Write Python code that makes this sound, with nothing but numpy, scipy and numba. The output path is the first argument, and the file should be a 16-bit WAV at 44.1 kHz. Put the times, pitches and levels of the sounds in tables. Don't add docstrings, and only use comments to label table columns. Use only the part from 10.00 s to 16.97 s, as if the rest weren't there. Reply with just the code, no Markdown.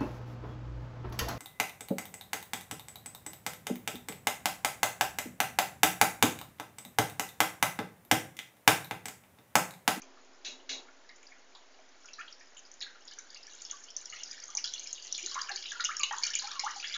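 import sys
import numpy as np
from scipy import signal
from scipy.fft import rfft, irfft, next_fast_len
from scipy.io import wavfile
from numba import njit

SR = 44100
rng = np.random.default_rng(int(sys.argv[2]) if len(sys.argv) > 2 else 0)


def store_wav(level_fs):
    pcm = np.round(np.clip(np.atleast_2d(level_fs), -1, 1) * 32767)
    wavfile.write(sys.argv[1], SR, pcm.T.astype(np.int16))


def invert_db(level):
    return 10 ** (np.asarray(level, dtype=float) / 20)


N = 307377

# (time [s], peak level [dB], level of the low thud [dB])
KNOCKS = [
    (.02, -80, -59.5),
    (0.446, -29.5, -52.5),
    (0.691, -26.5, -48.5),
]
# (time [s], stirring level [dB])
STIR = [(0, -68.5), (1.9, -63.5), (2.21, -54.5), (2.45, -64), (3.11, -58.5), (3.7, -47), (3.94, -52),
        (4.2, -44.5), (4.52, -50), (4.72, -43.5), (5.05, -42), (5.279, -36.5), (5.45, -46), (5.589, -38.5),
        (5.92, -45), (6.4, -39), (6.7, -42), (6.97, -36)]


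def level(x, db):
    return x * invert_db(db) / np.sqrt(np.mean(x ** 2))


def band(x, lo_hz, hi_hz, order=2):
    return signal.sosfilt(signal.butter(order, [lo_hz, hi_hz], "bandpass", fs=SR, output="sos"), x)


def ring(x, modes, widen=1):
    out = 0
    for hz, width, db in modes:
        b, a = signal.iirpeak(hz, hz / width / widen, fs=SR)
        out = out + invert_db(db) * np.sqrt(50 / width) * signal.lfilter(b, a, x)
    return out


def over_time(curve):
    s, db = np.transpose(curve)
    return np.interp(np.arange(N) / SR, s, db)


@njit
def bubbles(start, hz, fade_s, size, glide, rise, n):
    out = np.zeros(n)
    for e in range(len(start)):
        phase, first, step = 0., int(start[e] * SR), 1 / (fade_s[e] * SR)
        gain, loss = size[e], np.exp(-step)
        for i in range(min(int(5 / step), n - first)):
            age = i * step
            phase += 2 * np.pi * hz[e] * (1 + glide[e] * age) / SR
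            gain *= loss
            out[first + i] += gain * (1 - np.exp(-rise * age)) * np.sin(phase)
    return out


def drops(table, cycles, glide, trim_db, crowd_db, spread_s, rise):
    s, db, hz = np.transpose(table)
    luck = rng.random((len(s), 11)).T
    fade_s = cycles * (0.59 + 0.7 * luck[0]) / hz
    out = bubbles(s, hz, fade_s, invert_db(db + trim_db), glide * luck[1], rise, N)
    for late, pitch, size in (luck[2:5], luck[5:8], luck[8:11]):
        near_s = s + spread_s * (late - .22)
        near_hz = np.minimum(hz * 2 ** (.7 * pitch - .19), 7600)
        near_size = invert_db(db + crowd_db - 2.4 * size)
        out += bubbles(near_s, near_hz, .6 * cycles / near_hz, near_size, glide * size, rise, N)
    return out


def fine_drops():
    # (time [s], peak level [dB], pitch [Hz])
    light = [(0.0196, -33.5, 6170), (1.092, -41.5, 4380), (1.268, -41, 4700), (1.55, -45.5, 4510),
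             (2.057, -38, 5700), (2.133, -33, 5640), (2.325, -35.5, 5060), (2.5706, -36.5, 6850),
             (2.7154, -33.5, 5950), (2.812, -30, 3920), (3.0764, -35, 5530), (3.1865, -28.5, 6030),
             (3.3024, -39, 4660), (3.345, -33.5, 5000), (3.4306, -36.5, 5070), (3.468, -33.5, 5630),
             (3.5483, -32.5, 7040), (3.618, -27.5, 7100), (3.6498, -31, 5360), (3.711, -23, 6440),
             (3.8382, -36.5, 6200), (3.9033, -34.5, 5600), (3.9649, -20.5, 6030), (4.0123, -34, 6860),
             (4.0564, -27.5, 5650), (4.0996, -30.5, 6340), (4.2341, -25, 5590), (4.3122, -28.5, 4840),
             (4.4004, -36.5, 5500), (4.4366, -31.5, 6030),
             (0.451, -47, 6000), (0.6913, -41, 5950), (2.579, -36, 6900), (2.592, -39, 6400),
                (2.739, -42, 6570), (3.052, -40, 6760), (3.1113, -38.5, 4780), (3.1218, -41.5, 3010),
                (3.135, -38.5, 6100), (3.3707, -35.5, 4900), (4.48, -34.5, 6520), (4.8406, -30.5, 6300),
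                (5.0694, -31, 6260), (5.197, -25.5, 6730), (5.227, -28.5, 5670), (5.313, -29, 4900),
                (5.3902, -30, 5770), (5.515, -32.5, 4700), (5.625, -31.5, 5040), (5.664, -37.5, 5580),
                (5.807, -29, 6170), (6.0127, -28, 4700), (6.1255, -30, 6100), (6.1654, -33, 6800),
                (6.3024, -26, 5370), (6.4724, -28, 5440), (6.5145, -27.5, 5600), (6.7082, -30, 5720),
                (6.782, -32.5, 6000), (6.7988, -31, 4630)]
    spatters = [(4.5503, -22.5, 6280), (4.572, -17.5, 5860), (4.642, -20.5, 5150), (4.7372, -23.5, 5960),
                (4.795, -26, 6430), (4.8726, -27, 5380), (4.9287, -21, 6450), (5.024, -35, 6200),
                (5.1248, -18.5, 5920), (5.149, -28.5, 5540), (5.179, -24.5, 6730), (5.2614, -22.5, 6260),
                (5.3439, -24, 6200), (5.4157, -22, 4780), (5.4928, -28.5, 6100), (5.5604, -22.5, 4530),
                (5.7187, -25.5, 5930), (5.847, -15, 6200), (5.9674, -21.5, 5470), (5.9944, -21.5, 6800),
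                (6.0332, -15.5, 6400), (6.1836, -24.5, 6440), (6.2345, -16, 4440), (6.2667, -19, 6150),
                (6.336, -26, 5160), (6.3525, -11.5, 6700), (6.3888, -19.5, 6600), (6.422, -29.5, 5370),
                (6.5942, -18, 5210), (6.6457, -24.5, 5950)]
    ticks = drops(light, cycles=7.1, glide=0.027, trim_db=3.2, crowd_db=2.2,
                  spread_s=0.007, rise=1.19)
    return ticks + drops(spatters, cycles=4.8, glide=0.021, trim_db=6.5, crowd_db=4.5,
                         spread_s=0.007, rise=1.0)


def plinks():
    # (time [s], peak level [dB], pitch [Hz])
    middling = [(1.5508, -42.5, 3880), (2.085, -44, 2600), (2.1382, -38.5, 4030), (2.2784, -42, 3150),
                (2.5687, -43, 3040), (2.8238, -28.5, 3730), (3.0817, -39.5, 3520), (3.4953, -47, 4180),
                (3.699, -38.5, 3260), (3.8854, -44.5, 3070), (4.1674, -42, 2550), (4.5843, -41, 2670),
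                (4.6442, -31.5, 3200), (4.6766, -29, 3820), (4.7363, -31, 3280), (5.1463, -27.5, 3530),
                (5.1823, -35.5, 2490), (5.2618, -31, 4000), (5.5158, -29.5, 4040), (5.6568, -29, 3000),
                (5.7058, -34, 3400), (5.8049, -24.5, 3640), (5.851, -25, 2680), (6.0336, -20.5, 2860),
                (6.2712, -31, 2970), (6.3369, -29.5, 2860), (6.3935, -25.5, 4120), (6.5943, -29.5, 3980),
                (6.8435, -31.5, 3120), (6.941, -24, 3550)]
    return drops(middling, cycles=9.1, glide=0.073, trim_db=1.5, crowd_db=-0.8, spread_s=0.01, rise=8.4)


def plops():
    # (time [s], peak level [dB], pitch [Hz])
    mixed = [(0.886, -45, 1500), (1.093, -40, 1920), (1.319, -42, 2050), (2.045, -48, 1380),
             (2.186, -37, 1230), (2.409, -44.5, 1735), (2.81, -37.5, 1915), (2.865, -40, 1524),
             (3.181, -41, 1480), (3.729, -42, 1102), (4.125, -34, 2060), (4.289, -45, 1504),
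             (4.488, -42.5, 1200), (4.548, -41.5, 888), (4.577, -36, 2220), (4.645, -41.5, 1416),
             (5.188, -37, 2260), (5.357, -28.5, 1050), (5.491, -27, 1576), (5.625, -41, 2110),
             (5.719, -29.5, 1622), (5.797, -25, 1397), (5.84, -34, 2140), (6.012, -41, 1020),
             (6.238, -28, 2287), (6.356, -27, 2290), (6.435, -45, 860), (6.595, -32, 2070),
             (6.663, -30, 1250), (6.844, -27, 1896),
             (.022, -45, 2400), (.6, -46, 2960), (1.16, -39.5, 6970), (1.23, -39, 7140),
              (1.55, -51.5, 900), (1.79, -54.5, 640), (2.19, -36, 1774), (2.21, -34.5, 2500),
              (2.402, -40, 5540), (2.6517, -40, 4860), (2.806, -31, 4950), (2.821, -30.5, 6760),
              (4.33, -31.5, 6630), (4.5025, -31.5, 6000), (4.588, -26, 5730), (4.657, -22, 5500),
              (5.23, -51, 357), (5.5, -38.5, 779), (5.509, -53, 366), (5.753, -38, 1360),
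              (5.841, -20, 6560), (6.034, -20, 3800), (6.11, -26, 1830), (6.226, -23, 5000),
              (6.238, -16, 6260), (6.513, -39, 1210), (6.555, -43, 1300), (6.759, -44.5, 785),
              (6.873, -25.5, 4900), (6.91, -45.5, 2100),
             (0.023, -50, 975), (0.171, -52, 1183), (1.231, -47.5, 2500), (2.832, -44.5, 1630),
               (3.111, -50.5, 1570), (3.3616, -41.5, 2600), (3.475, -48.5, 1680), (3.545, -55, 1560),
               (3.704, -50, 1890), (3.815, -53, 1700), (4.326, -43.5, 1850), (4.377, -44, 1710),
               (4.427, -48, 1870), (4.127, -45.5, 1270), (4.7793, -30.5, 4100), (4.8592, -38, 2470),
               (4.9603, -36, 3600), (5.223, -36.5, 2900), (5.238, -40, 2270), (5.272, -43.5, 1420),
               (5.391, -31.5, 3030), (5.446, -42, 990), (5.488, -32.5, 2580), (5.89, -32, 1340),
               (5.9977, -28, 2550), (6.4437, -28.5, 4240), (6.515, -29.5, 3620), (6.661, -49, 1455),
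               (6.8268, -27.5, 2600), (6.95, -39.5, 1270)]
    return drops(mixed, cycles=9.2, glide=0.076, trim_db=-2.0, crowd_db=-5.5,
                 spread_s=0.018, rise=6.5)


def risers():
    # (time [s], peak level [dB], start pitch [Hz], end pitch [Hz], length [s])
    sliding = [
        (2.205, -42, 1350, 2820, 0.02),
        (5.997, -39, 1200, 960, 0.045),
        (5.355, -33.5, 1030, 2050, 0.047),
        (5.888, -31.5, 1230, 2550, 0.032),
        (6.109, -31, 866, 1900, 0.038),
        (6.635, -31.5, 843, 2220, 0.056),
        (6.434, -45, 820, 1100, 0.06),
        (6.685, -48, 1900, 3000, 0.022),
        (6.554, -40, 1120, 950, 0.04),
    ]
    out = np.zeros(N)
    for s, db, hz, end_hz, length in sliding:
        age = np.arange(int(length * SR)) / (length * SR)
        pitch = hz + (end_hz - hz) * age ** 2.2
        shape = np.minimum(age / .06, 1) * np.exp(-1.1 * age) * np.minimum((1 - age) / 0.087, 1)
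        out[int(s * SR):][:len(age)] += invert_db(db) * shape * np.sin(2 * np.pi * np.cumsum(pitch) / SR)
    return out


def more_bubbles():
    # (time [s], peak level [dB], pitch [Hz])
    scattered = [(3.197, -47, 3880), (3.3615, -46, 3990), (3.596, -50, 4270), (3.65, -44, 3190),
                 (4.048, -48, 3630), (4.0943, -42, 4140), (4.195, -43, 3420), (4.234, -46, 3200),
                 (4.3288, -40, 3710), (4.3906, -45, 4100), (4.665, -35, 3290), (5.0002, -44, 3050),
                 (5.0491, -42, 3060), (5.101, -38, 3460), (5.1243, -33, 3890), (5.315, -41, 1120),
                 (5.3503, -36, 3670), (5.352, -40, 2100), (5.4725, -41, 3050), (5.503, -33, 1660),
                 (5.6251, -37, 3920), (5.686, -47, 2040), (5.765, -47, 960), (5.7713, -39, 3030),
                 (5.965, -42, 1660), (6.1085, -35, 3160), (6.175, -40, 950), (6.234, -37, 1600),
                 (6.265, -42, 1350), (6.418, -41, 996), (6.435, -42, 1500), (6.475, -42, 1300),
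                 (6.5545, -39, 2820), (6.61, -36, 2100), (6.6603, -35, 3380), (6.7022, -40, 4380),
                 (6.799, -39, 2430), (6.95, -37, 2170), (4.275, -38, 5500), (4.345, -36, 6900),
                 (4.37, -38, 5300), (4.42, -38, 4750), (4.455, -35, 6300), (4.115, -36, 6500),
                 (4.165, -40, 4200), (4.305, -38, 5300), (5.925, -36, 6200), (5.855, -24, 5200),
                 (6.15, -36, 5500), (6.375, -30, 5800), (2.23, -44, 1500), (2.9, -47, 1500), (2.95, -49, 1400),
                 (4.16, -43, 2100), (5.05, -46, 2000), (6.51, -41, 1700), (6.53, -42, 1150), (6.59, -41, 1050),
                 (6.72, -42, 900), (6.9, -39, 2300)]
    return bathroom(drops(scattered, cycles=9.5, glide=0.06, trim_db=-1.5, crowd_db=-6, spread_s=0.012, rise=4.5))


def patter(curve_db, lo_hz, hi_hz, cycles, scatter_db, trim_db, count):
    luck = rng.random((count, 3)).T
    s = luck[0] * N / SR
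    hz = lo_hz + (hi_hz - lo_hz) * luck[1]
    size = invert_db(scatter_db * np.minimum(-np.log(1 - luck[2]), 3.5))
    grains = bubbles(s, hz, cycles / hz, size, 0.071 * luck[2], 5.1, N)
    return level(grains, trim_db) * invert_db(curve_db)


def spray():
    spray_db = over_time(STIR)
    drip_db = -52.5 + 0.77 * (spray_db + 49.5)
    mist = patter(spray_db, 2650.0, 7700., cycles=7.5, scatter_db=6.0, trim_db=-11.0, count=9000)
    return mist + patter(drip_db, 4400., 7300., cycles=15.0, scatter_db=4.5, trim_db=-7.5, count=1200)


def ripples():
    # (time [s], ripple level [dB])
    slosh = [(0, -69), (2.5, -64), (3.1, -60.5), (3.9, -59), (4.3, -55), (4.75, -58.5), (5.15, -69),
             (5.35, -41.5), (5.9, -68.5), (6.25, -40.5), (6.7, -54), (6.97, -39)]
    return patter(over_time(slosh), 1320., 2245.0, cycles=7.0, scatter_db=3.5, trim_db=-11, count=700)


def reel():
    # (pitch [Hz], width [Hz], level [dB])
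    modes = [(1750, 32, -15), (2310, 59, -11), (2680, 51, -6), (2860, 26, -6), (3410, 31, -3),
             (3800, 38, 0), (4040, 43, -1), (4570, 30, -13), (5240, 63, -13), (5420, 42, -13),
             (5950, 200, -6), (6470, 30, -9)]
    age, out = np.arange(SR // 2) / SR, np.zeros(N)
    for s, db, thud_db in KNOCKS:
        push = rng.standard_normal(len(age))
        clack = level(ring(push, modes, widen=1.35), 0.6) + level(band(push, 2070, 7000), -6.5)
        clack *= invert_db(db - 10.5) * np.minimum(age / 0.0029, 1) * np.exp(-(age / 0.067) ** 1.43)
        thud = invert_db(thud_db) * level(band(push, 360, 1100), 0)
        thud *= np.minimum(age / 0.037, 1) * np.exp(-age / 0.1)
        out[int(s * SR):][:len(age)] += clack + thud
    return out


def tub():
    # (pitch [Hz], width [Hz], level [dB])
    modes = [
        (267.2, 8.8, -1.5),
        (371, 42, -3.5),
        (620, 120, -7),
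    ]
    settles_s, hum_db, after_db, swell_db, t60_s = 0.79, -52.5, -58, 3.5, 0.56
    t = np.arange(N) / SR
    hum = invert_db(np.interp(t - settles_s, [0, .15, 3.5], [hum_db, after_db, after_db - 13]))
    for s, _, thud_db in KNOCKS:
        age = np.maximum(t - s, 0)
        hum = hum + invert_db(thud_db + swell_db - 60 * age / t60_s) * np.minimum(age / 0.036, 1)
    return level(ring(rng.standard_normal(N), modes), -13.5) * hum


def bathroom(x):
    tub_fade_s, tub_db, tiles_t60_s, tiles_db = 0.02, -6.5, 0.35, -8.5
    t = np.arange(SR // 2) / SR
    walls = rng.standard_normal((2, len(t))) * np.minimum(t / 0.00057, 1)
    near = band(walls[0], 110, 6800, order=1) * np.exp(-t / tub_fade_s)
    tiles = band(walls[1], 130, 3800, order=1) * invert_db(-60 * t / tiles_t60_s)
    echo = invert_db(tub_db) * near / np.linalg.norm(near) + invert_db(tiles_db) * tiles / np.linalg.norm(tiles)
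    return x + signal.fftconvolve(x, echo)[:N]


def handling():
    # (time [s], peak level [dB], pitch [Hz])
    bumps = [
        (0.446, -70, 97),
        (4.1, -62, 88),
        (4.65, -63, 88.5),
    ]
    s, db, hz = np.transpose(bumps)
    drift = level(band(rng.standard_normal(N), 10, 45), -86.5)
    return bubbles(s, hz, 3.4 / hz, invert_db(db), 0 * s, 0.93, N) + drift


def air():
    # (pitch [Hz], level [dB per Hz])
    hiss = [(35, -45.5), (60, -11), (104, -26), (266, -0.5), (730, 2), (1160, -1), (1420, -0.5),
            (2760, -5.5), (6050, -8), (6830, -7), (7400, -9), (9620, -65), (16300, -120)]
    hz, db = np.transpose(hiss)
    size = next_fast_len(N)
    bins = np.maximum(np.arange(size // 2 + 1) * SR / size, 1)
    colour = invert_db(np.interp(np.log(bins), np.log(hz), db))
    return level(irfft(rfft(rng.standard_normal(size)) * colour, size)[:N], -62)


def scene():
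    ticks = fine_drops()
    water = ticks + plinks() + plops() + risers() + spray() + ripples()
    close = invert_db(-7) * ticks
    bass_cut = signal.butter(4, 250, "highpass", fs=SR, output="sos")
    heard = signal.sosfilt(bass_cut, bathroom(water) + close + reel() + tub())
    return (heard + more_bubbles() + handling() + air())[None]


def top_cut(x):
    return signal.sosfilt(signal.butter(12, 9580, fs=SR, output="sos"), x)


def record(dry):
    sensor_hz, top_hz, offset = 16000, 7030, .0011
    x = signal.sosfilt(signal.cheby1(11, .5, top_hz, fs=SR, output="sos"), dry)
    mirror = band(dry * np.cos(2 * np.pi * sensor_hz * np.arange(N) / SR), 8380, 9000, order=4)
    closing = np.minimum(np.arange(N)[::-1] / (.003 * SR), 1)
    return top_cut(closing * (x + invert_db(-30) * mirror) + offset)


dry = scene()
out = record(dry)
store_wav(out)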